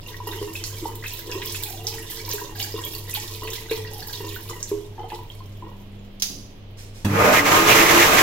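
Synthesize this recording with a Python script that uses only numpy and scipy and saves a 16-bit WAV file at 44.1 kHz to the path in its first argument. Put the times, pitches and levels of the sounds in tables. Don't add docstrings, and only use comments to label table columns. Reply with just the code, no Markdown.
import sys
import numpy as np
from scipy import signal
from scipy.fft import rfft, irfft
from scipy.io import wavfile

SR = 44100
rng = np.random.default_rng(int(sys.argv[2]) if len(sys.argv) > 2 else 0)


def store_pcm(level_fs):
    pcm = np.round(np.clip(level_fs, -1, 1) * 32767).astype(np.int16)
    wavfile.write(sys.argv[1], SR, np.atleast_2d(pcm).T)


N = 362502
T = np.arange(N) / SR
HZ = np.fft.rfftfreq(N, 1 / SR)

# start in seconds, level in dB, pitch in Hz, level of the shower of droplets in dB.
WATER_LUMPS = [(.325, -24, 1930, -33), (0.6392, -18.5, 5200, -61), (1.039, -17.5, 2060, -53),
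               (1.315, -21.5, 5980, -31.5), (1.418, -18.5, 2380, -57), (1.5474, -18.5, 3030, -35),
               (1.8693, -11, 5060, -34), (2.1015, -25, 13500, -36), (2.3132, -16, 6000, -30),
               (2.601, -16.5, 3840, -28), (2.85, -19, 13400, -34), (3.1403, -16, 13000, -33.5),
               (3.15, -14.5, 3150, -48), (3.4744, -19, 2610, -59), (3.711, -19, 2550, -34.5),
               (4.084, -26, 4730, -35), (4.133, -22, 3460, -39), (4.6285, -16.5, 6600, -60),
               (5.102, -26, 2400, -41)]
# frequency in Hz, level in dB, time to decay by 60 dB in seconds.
PIPE_MODES = [(345.6, -10, 0.32), (433.7, -7.5, 0.47), (985, -8, 0.07), (1164, -10, 0.075),
              (1930, -13, 0.1), (2560, -21.5, 0.042), (2910, -0.5, 0.047)]
# time in seconds, speed in turns a second.
SHAFT_SPEED = [(7.05, 92), (7.27, 246), (7.6, 330.6), (8.22, 352)]
BUBBLE_CYCLES, BUBBLE_RISE = 7.5, .015
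SWITCH_ON_S = 7.047


def amp(db):
    return 10 ** (np.asarray(db) / 20)


def unit(x):
    return x / np.sqrt(np.mean(np.atleast_2d(x).mean(0) ** 2) + 1e-20)


def read(points, hz):
    f, value = np.transpose(points)
    return np.interp(np.log(hz + 1), np.log(f), value)


def follow(rows):
    s, *columns = np.transpose(rows)
    return [np.interp(T, s, c) for c in columns]


def add(mix, s, sound):
    part = mix[max(round(s * SR), 0):][:len(sound)]
    part += sound[:len(part)]


def colour(x, db):
    return irfft(rfft(x) * amp(db), N)


def drift(rate):
    return unit(irfft(rfft(rng.standard_normal(N)) * np.exp(-(HZ / rate) ** 2), N))


def resonate(x, hz, width):
    turn = np.exp(2j * np.pi * np.cumsum(hz * np.ones(x.shape[-1])) / SR)
    pole = np.exp(-np.pi * width / SR)
    return 2 * (turn * signal.lfilter([1 - pole], [1, -pole], x / turn)).real


def band(x, hz, width):
    return resonate(resonate(x, hz, width), hz, width)


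def bell(t, width):
    return np.exp(-np.minimum(abs(t / width), 6) ** 2)


def swell(t, length):
    return t / length * np.exp(1 - t / length)


def burst(s, length):
    return (T >= s) * np.exp(-np.maximum(T - s, 0) / length)


def surges_db(steady_db, events, rise_s, fall_s, lead_s=0):
    t = np.arange(SR) / SR
    surge = (1 - np.exp(-t / rise_s)) * np.exp(-t / fall_s)
    surge /= surge.max()
    power = amp(steady_db) ** 2
    for s, _, _, db in events:
        add(power, s - lead_s, (amp(db) * surge) ** 2)
    return 10 * np.log10(power)


def bubble(hz, cycles, rise):
    age = np.arange(int(6 * cycles / hz * SR)) * hz / cycles / SR
    phase = 2 * np.pi * cycles * age * (1 + rise * age)
    return np.sin(phase) * np.exp(-age) * (1 - np.exp(-age * cycles))


def room(x, wet_db):
    # frequency in Hz, reverberation time in seconds.
    decay_times = [(250, 1), (1000, 0.41), (5000, 0.58), (14000, 0.47)]
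    t = np.arange(SR // 2) / SR
    reflections = rng.standard_normal((2, len(t))) * (1 + 1.98 * np.exp(-t / 0.013))
    hz, s, spectra = signal.stft(reflections, SR)
    tail = signal.istft(spectra * np.exp(-np.log(1000) * s / read(decay_times, hz)[:, None]), SR)[1]
    response = amp(wet_db) * tail / np.linalg.norm(tail[0])
    response[[0, 1], [0, 3]] += 1
    return signal.fftconvolve(x[None], response / np.linalg.norm(response[0]), axes=1)[:, :N]


def spray(level_db, per_s=6000, spread_db=5.5, flutter_db=4.0, octaves=0.4):
    # frequency in Hz, gain of the spray in dB.
    spectrum = [(700, -18), (1700, -17.5), (3500, 3), (7000, 2), (8600, -2.5), (10500, 0), (12300, 2.5),
                (16000, 1)]
    sizes = amp(spread_db * np.minimum(rng.exponential(1, N), 4.5))
    sizes *= np.sign(rng.standard_normal(N))
    ticks = sizes * (rng.random(N) < per_s / SR) * amp(flutter_db * (drift(126) + drift(25)))
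    registers = np.geomspace(1000, 15000, 11)
    pitch = rng.choice(registers, N)
    bands = (rfft(ticks * (pitch == hz)) * bell(np.log2((HZ + 1) / hz), octaves) for hz in registers)
    patter = irfft(sum(bands), N)
    return room(unit(colour(patter, read(spectrum, HZ))) * amp(level_db), wet_db=4)


def trickle(level_db, per_s=200, low_hz=1550, high_hz=7500, spread_db=7.0, share_db=-5):
    out = np.zeros(N)
    for when, pitch, size, ring in rng.random((int(per_s * N / SR), 4)):
        strength = amp(-spread_db * np.log(size + .04))
        hz = low_hz * (high_hz / low_hz) ** pitch
        add(out, when * N / SR, strength * bubble(hz, BUBBLE_CYCLES * (.5 + ring), BUBBLE_RISE / 2))
    return room(unit(out) * amp(level_db + share_db), wet_db=3)


def pipe(x, wander_share=0.024, wander_hz=4.9):
    stretch, out = 1 + wander_share * drift(wander_hz), np.zeros(N)
    for hz, db, t60 in PIPE_MODES:
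        width = np.log(1000) / (np.pi * t60)
        out += amp(db) * resonate(x, hz * stretch, width) * SR / (2 * np.pi * width)
    return out


def drain(flow_db, pops_per_s=46, full_hz=960, detune=0.21, glug_hz=300):
    # start in seconds, level in dB, pitch in Hz, level of the churn in dB.
    large_bubbles = [(0.202, -22.5, 973, -46), (0.27, -22.5, 910, -29.5), (0.414, -21.5, 414, -32),
                     (0.825, -27, 325.4, -32.5), (0.855, -14.5, 891, -53), (1.275, -30, 407, -33),
                     (1.353, -24.5, 374, -38.5), (2.28, -25, 950, -45), (2.338, -24.5, 417, -39),
                     (2.414, -26, 960, -34.5), (2.741, -21.5, 425, -34.5), (3.171, -24, 846, -61),
                     (3.42, -26, 985, -31), (3.712, -17, 441, -31.5), (4.204, -26.5, 412, -32.5),
                     (4.361, -26, 1490, -42), (4.496, -25.5, 1150, -34), (4.715, -16, 400, -44),
                     (4.981, -27, 870, -30.5), (5.003, -24.5, 830, -53), (5.119, -20, 894, -29.5),
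                     (5.405, -30.5, 1020, -50), (5.623, -27, 980, -33)]
    # centre in seconds, half length in seconds, lowest pitch in Hz.
    air_pockets = [(1.775, 0.125, 670), (2.596, 0.07, 703), (3.97, 0.115, 778), (5.08, 0.15, 792)]
    level_db = surges_db(flow_db - 5.5, large_bubbles, rise_s=0.0045, fall_s=0.073)
    pocket_hz, pocket_gain = full_hz, amp(level_db - 8.5)
    for s, length, hz in air_pockets:
        opening = bell(T - s, length)
        pocket_hz += (hz - full_hz) * opening
        pocket_gain += amp(-53) * opening
    gulps, kicks, pops, glugs, nudges = np.zeros((5, N))
    push, flick = np.hanning(SR // 900), np.hanning(SR // 2600)
    for s, db, hz, _ in large_bubbles:
        add(gulps, s, amp(db) * bubble(hz, BUBBLE_CYCLES, BUBBLE_RISE * rng.random()))
        coupling = min(PIPE_MODES[1][0] / hz, 1) ** 2
        add(kicks, s, amp(db - 4) * coupling * push / push.sum())
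    for k, (late, pitch, lag, size) in enumerate(rng.random((int(pops_per_s * N / SR), 4))):
        s = (k + late) / pops_per_s
        pop_hz = pocket_hz[int(s * SR)] * (1 + detune * (pitch - .5))
        add(pops, s, bubble(pop_hz, BUBBLE_CYCLES, BUBBLE_RISE))
        add(glugs, s, size ** 2 * bubble(glug_hz * 2 ** pitch, BUBBLE_CYCLES, 2 * BUBBLE_RISE))
        add(nudges, (k + lag) / pops_per_s, flick)
    clumps = amp(3 * drift(29))
    filled = amp(level_db + np.interp(T, [4.8, 5], [0, -7]))
    gurgle = (unit(pipe(nudges * clumps)) * amp(-3.5) + unit(glugs) * amp(-11)) * filled
    return room(gulps + pipe(kicks) + gurgle + unit(pops * clumps) * pocket_gain, wet_db=-2)


def ventilation(hum_hz=100, throb_hz=22):
    # time in seconds, levels of the hum's first and second harmonics in dB.
    hum_levels = [(0, -38.5, -73), (5.2, -38, -66), (5.6, -39.5, -46), (6.2, -43.5, -42.5), (6.5, -44, -52)]
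    # frequency in Hz, gain of the moving air in dB.
    air_spectrum = [(30, -4), (200, -14), (400, -15), (1500, -34), (3200, -29), (8500, -57), (12000, -53)]
    first_db, second_db = follow(hum_levels)
    phase = 2 * np.pi * hum_hz * T
    hum = amp(first_db + 1) * np.sin(phase + 0.67 * drift(4.6)) * (1 + 0.37 * drift(7.7))
    hum += amp(second_db) * np.sin(2 * phase)
    throb = amp(-42) * np.sin(2 * np.pi * throb_hz * T)
    rumble = unit(band(rng.standard_normal(N), hz=117, width=103)) * amp(first_db - 13)
    air = amp(-46.5) * unit(colour(rng.standard_normal((2, N)), read(air_spectrum, HZ)))
    return hum + throb + rumble + air


def drips(cycles=11):
    # start in seconds, level in dB, pitch in Hz.
    drops = [(.143, -27.5, 1880), (.554, -18.5, 2550), (1.06, -19.5, 2540), (2.6268, -12.5, 4700),
             (5.301, -27, 3160)]
    out = np.zeros(N)
    for s, db, hz in drops:
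        add(out, s, amp(db) * bubble(hz, cycles, BUBBLE_RISE / 2))
    return room(out, wet_db=-2)


def slaps(crack_s=0.00039, scatter_s=0.0055, drop_share=0.081, hard_hz=5500, cluster_s=0.02):
    out, t = np.zeros(N), np.arange(SR // 6) / SR
    for s, db, hz, _ in WATER_LUMPS:
        droplets = (rng.random(len(t)) < drop_share) * amp(-8) * swell(t, scatter_s)
        hardness = min(hz / hard_hz, 1)
        impact = rng.standard_normal(len(t)) * (hardness * swell(t, crack_s) + droplets)
        crack = band(impact, hz, hard_hz / 3)
        add(out, s, amp(db + 6) * hardness * crack / abs(crack).max())
        for k, (late, pitch) in enumerate(rng.random((8, 2))):
            age = k * (k + late) / 64
            ring = bubble(hz * 2 ** ((pitch - .5) * min(k / 2, 1)), BUBBLE_CYCLES, BUBBLE_RISE)
            add(out, s + cluster_s * age, amp(db - 7) * (1 - hardness / 2) * np.exp(-age) * ring)
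    return room(out, wet_db=-1)


def snap_and_scuffs(tick_s=6.199, snap_s=6.222):
    # frequency in Hz, gain of the snap in dB.
    snap_spectrum = [(300, -27), (2400, -6.5), (3000, -0.5), (6300, 5), (8500, -11), (12000, -5.5)]
    # frequency of a mode in Hz, boost in dB.
    metal_modes = [(3080, 2), (4893, 10), (6150, 10), (10500, 16)]
    # time in seconds, level in dB, band centre in Hz, rise time in seconds.
    scuffs = [(6.282, -45, 191, 0.024), (6.765, -51, 4800, 0.03), (6.932, -54, 4600, 0.036)]
    out, clicks, noise = np.zeros(N), np.zeros(N), rng.standard_normal(N)
    for s, db, hz, length in scuffs:
        add(out, s, amp(db + 7) * unit(band(noise, hz, 1.8 * hz)) * swell(T, length))
    add(clicks, tick_s, [amp(-8)])
    add(clicks, snap_s, [amp(12)])
    snap = colour(clicks, read(snap_spectrum, HZ))
    ring = sum((amp(db) - 1) * resonate(snap, hz, width=70) for hz, db in metal_modes)
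    return room(out + snap + ring, wet_db=12)


def motor(buzz_hz=100, inrush_s=0.21):
    speed, = follow(SHAFT_SPEED)
    noise = rng.standard_normal(N)
    whine = amp(-29) * unit(band(noise, speed, width=18))
    phase = 2 * np.pi * buzz_hz * (T - SWITCH_ON_S)
    buzz = sum(amp(db) * np.sin((k + 1) * phase) for k, db in enumerate([-19, -21, -29]))
    jolt = amp(-25) * unit(band(noise, hz=200, width=220)) * burst(SWITCH_ON_S, 0.1)
    relay = amp(-16) * unit(resonate(noise, hz=1460, width=2550)) * burst(SWITCH_ON_S, 0.0037)
    running = whine * (T > SWITCH_ON_S) * speed / speed.max() + buzz * burst(SWITCH_ON_S, inrush_s)
    return running + jolt + room(relay, wet_db=23)


def jet(casing_width_hz=18, knee_turns_per_s=200, hiss_db_per_decade=45, wall_gap_hz=149.8):
    # frequency in Hz, gain in dB.
    roar_spectrum = [(40, -8), (110, -3), (200, -2.5), (340, 0), (1200, -0.5), (2500, -5.5), (4000, -38.5)]
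    hiss_spectrum = [(1500, -4), (2800, 5.5), (4700, -1), (6200, 1), (7400, -1.5), (9000, -11),
                     (12000, -2.5), (16000, -8)]
    # frequency in Hz, boost in dB.
    casing_modes = [(438, 6), (622, 3.5), (1080, 7), (1230, 8)]
    # centre in seconds, half length in seconds, gain in dB.
    lulls = [(7.428, 0.047, -6.5), (7.638, 0.03, -2.5)]
    speed, = follow(SHAFT_SPEED)
    howl, finger_gain = hand()
    roar_noise, hiss_noise = rng.standard_normal((2, 2, N))
    casing_db = sum(db / (1 + ((HZ - hz) / casing_width_hz) ** 2) for hz, db in casing_modes)
    roar_gain = amp(-17.5) * np.tanh((speed / knee_turns_per_s) ** 4.5)
    roar = unit(colour(roar_noise, read(roar_spectrum, HZ) + casing_db)) * roar_gain
    nozzle_gain = amp(-22.5 + hiss_db_per_decade * np.log10(speed / speed.max()))
    hiss = unit(colour(hiss_noise, read(hiss_spectrum, HZ))) * (nozzle_gain + finger_gain)
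    round_trip = 0.17 * bell(HZ, 3800) * np.exp(2j * np.pi * HZ / wall_gap_hz)
    wall_db = -20 * np.log10(abs(1 - round_trip))
    lull_db = sum(db * bell(T - s, length) for s, length, db in lulls)
    gust_db = 0.9 * drift(33)
    return colour(roar + howl + hiss, wall_db) * amp(lull_db + gust_db) * (T > SWITCH_ON_S)


def hand(width_share=0.38, crossfeed=0.5, finger_db=-12):
    # centre of a pass in seconds, half length in seconds, level in dB, palm's pitch in Hz.
    passes = [(7.229, 0.077, -21.5, 457.7), (7.314, 0.051, -16.5, 618), (7.349, 0.026, -20, 1270),
              (7.381, 0.029, -12.5, 1930), (7.467, 0.021, -18, 2000), (7.528, 0.059, -24.5, 1090),
              (7.719, 0.042, -19, 2540), (7.794, 0.045, -19, 2020), (7.889, 0.059, -19.5, 1940),
              (8.022, 0.034, -15.5, 1930), (8.192, 0.015, -14.5, 1920)]
    howl, finger_gain = np.zeros((2, N)), np.zeros(N)
    t = np.arange(-SR // 8, SR // 8) / SR
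    flat_hz = max(row[-1] for row in passes)
    for s, length, db, hz in passes:
        air = rng.standard_normal((2, len(t)))
        strength = amp(db) * bell(t, length)
        hollow = unit(band(air + crossfeed * air[::-1], hz, width_share * hz))
        for channel, sound in zip(howl, hollow):
            add(channel, s + t[0], sound * strength)
        add(finger_gain, s + t[0], amp(finger_db) * strength * hz / flat_hz)
    return howl, finger_gain


def scene():
    # time in seconds, level of the splashing in dB.
    tap_flow = [(0, -48), (.08, -40), (2.7, -37), (4.25, -39.5), (4.68, -45.5), (4.87, -55), (5.65, -59),
                (6.1, -64)]
    letups = [.2, .98, 1.789, 2.5, 3.0]
    flow_db, = follow(tap_flow)
    letup_db = -6 * sum(bell(T - s, 0.06) for s in letups)
    splash_db = surges_db(flow_db + letup_db, WATER_LUMPS, rise_s=0.023, fall_s=0.04, lead_s=0.018)
    water = spray(splash_db) + trickle(splash_db) + drain(flow_db) + slaps() + drips()
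    water *= np.interp(T, [6, 6.6], [1, .3])
    return water + ventilation() + snap_and_scuffs() + motor() + jet()


def record(dry):
    # frequency in Hz, gain of the side signal in dB.
    stereo_width = [(110, -11.5), (380, -7.5), (700, -2), (1400, 0)]
    # frequency in Hz, left against right in dB.
    balance = [(150, -0.5), (600, -3.5), (1250, 2.5), (2400, -4), (15000, -6)]
    mid = dry.mean(0)
    side = colour((dry[0] - dry[1]) / 2, read(stereo_width, HZ))
    pair = colour(np.array([mid + side, mid - side]), np.outer([.5, -.5], read(balance, HZ)))
    low_pass = signal.firwin(511, cutoff=15900, window=("kaiser", 9), fs=SR)
    return signal.oaconvolve(np.clip(pair, -1, 1), low_pass[None], "same", axes=1)


dry = scene()
out = record(dry)
store_pcm(out)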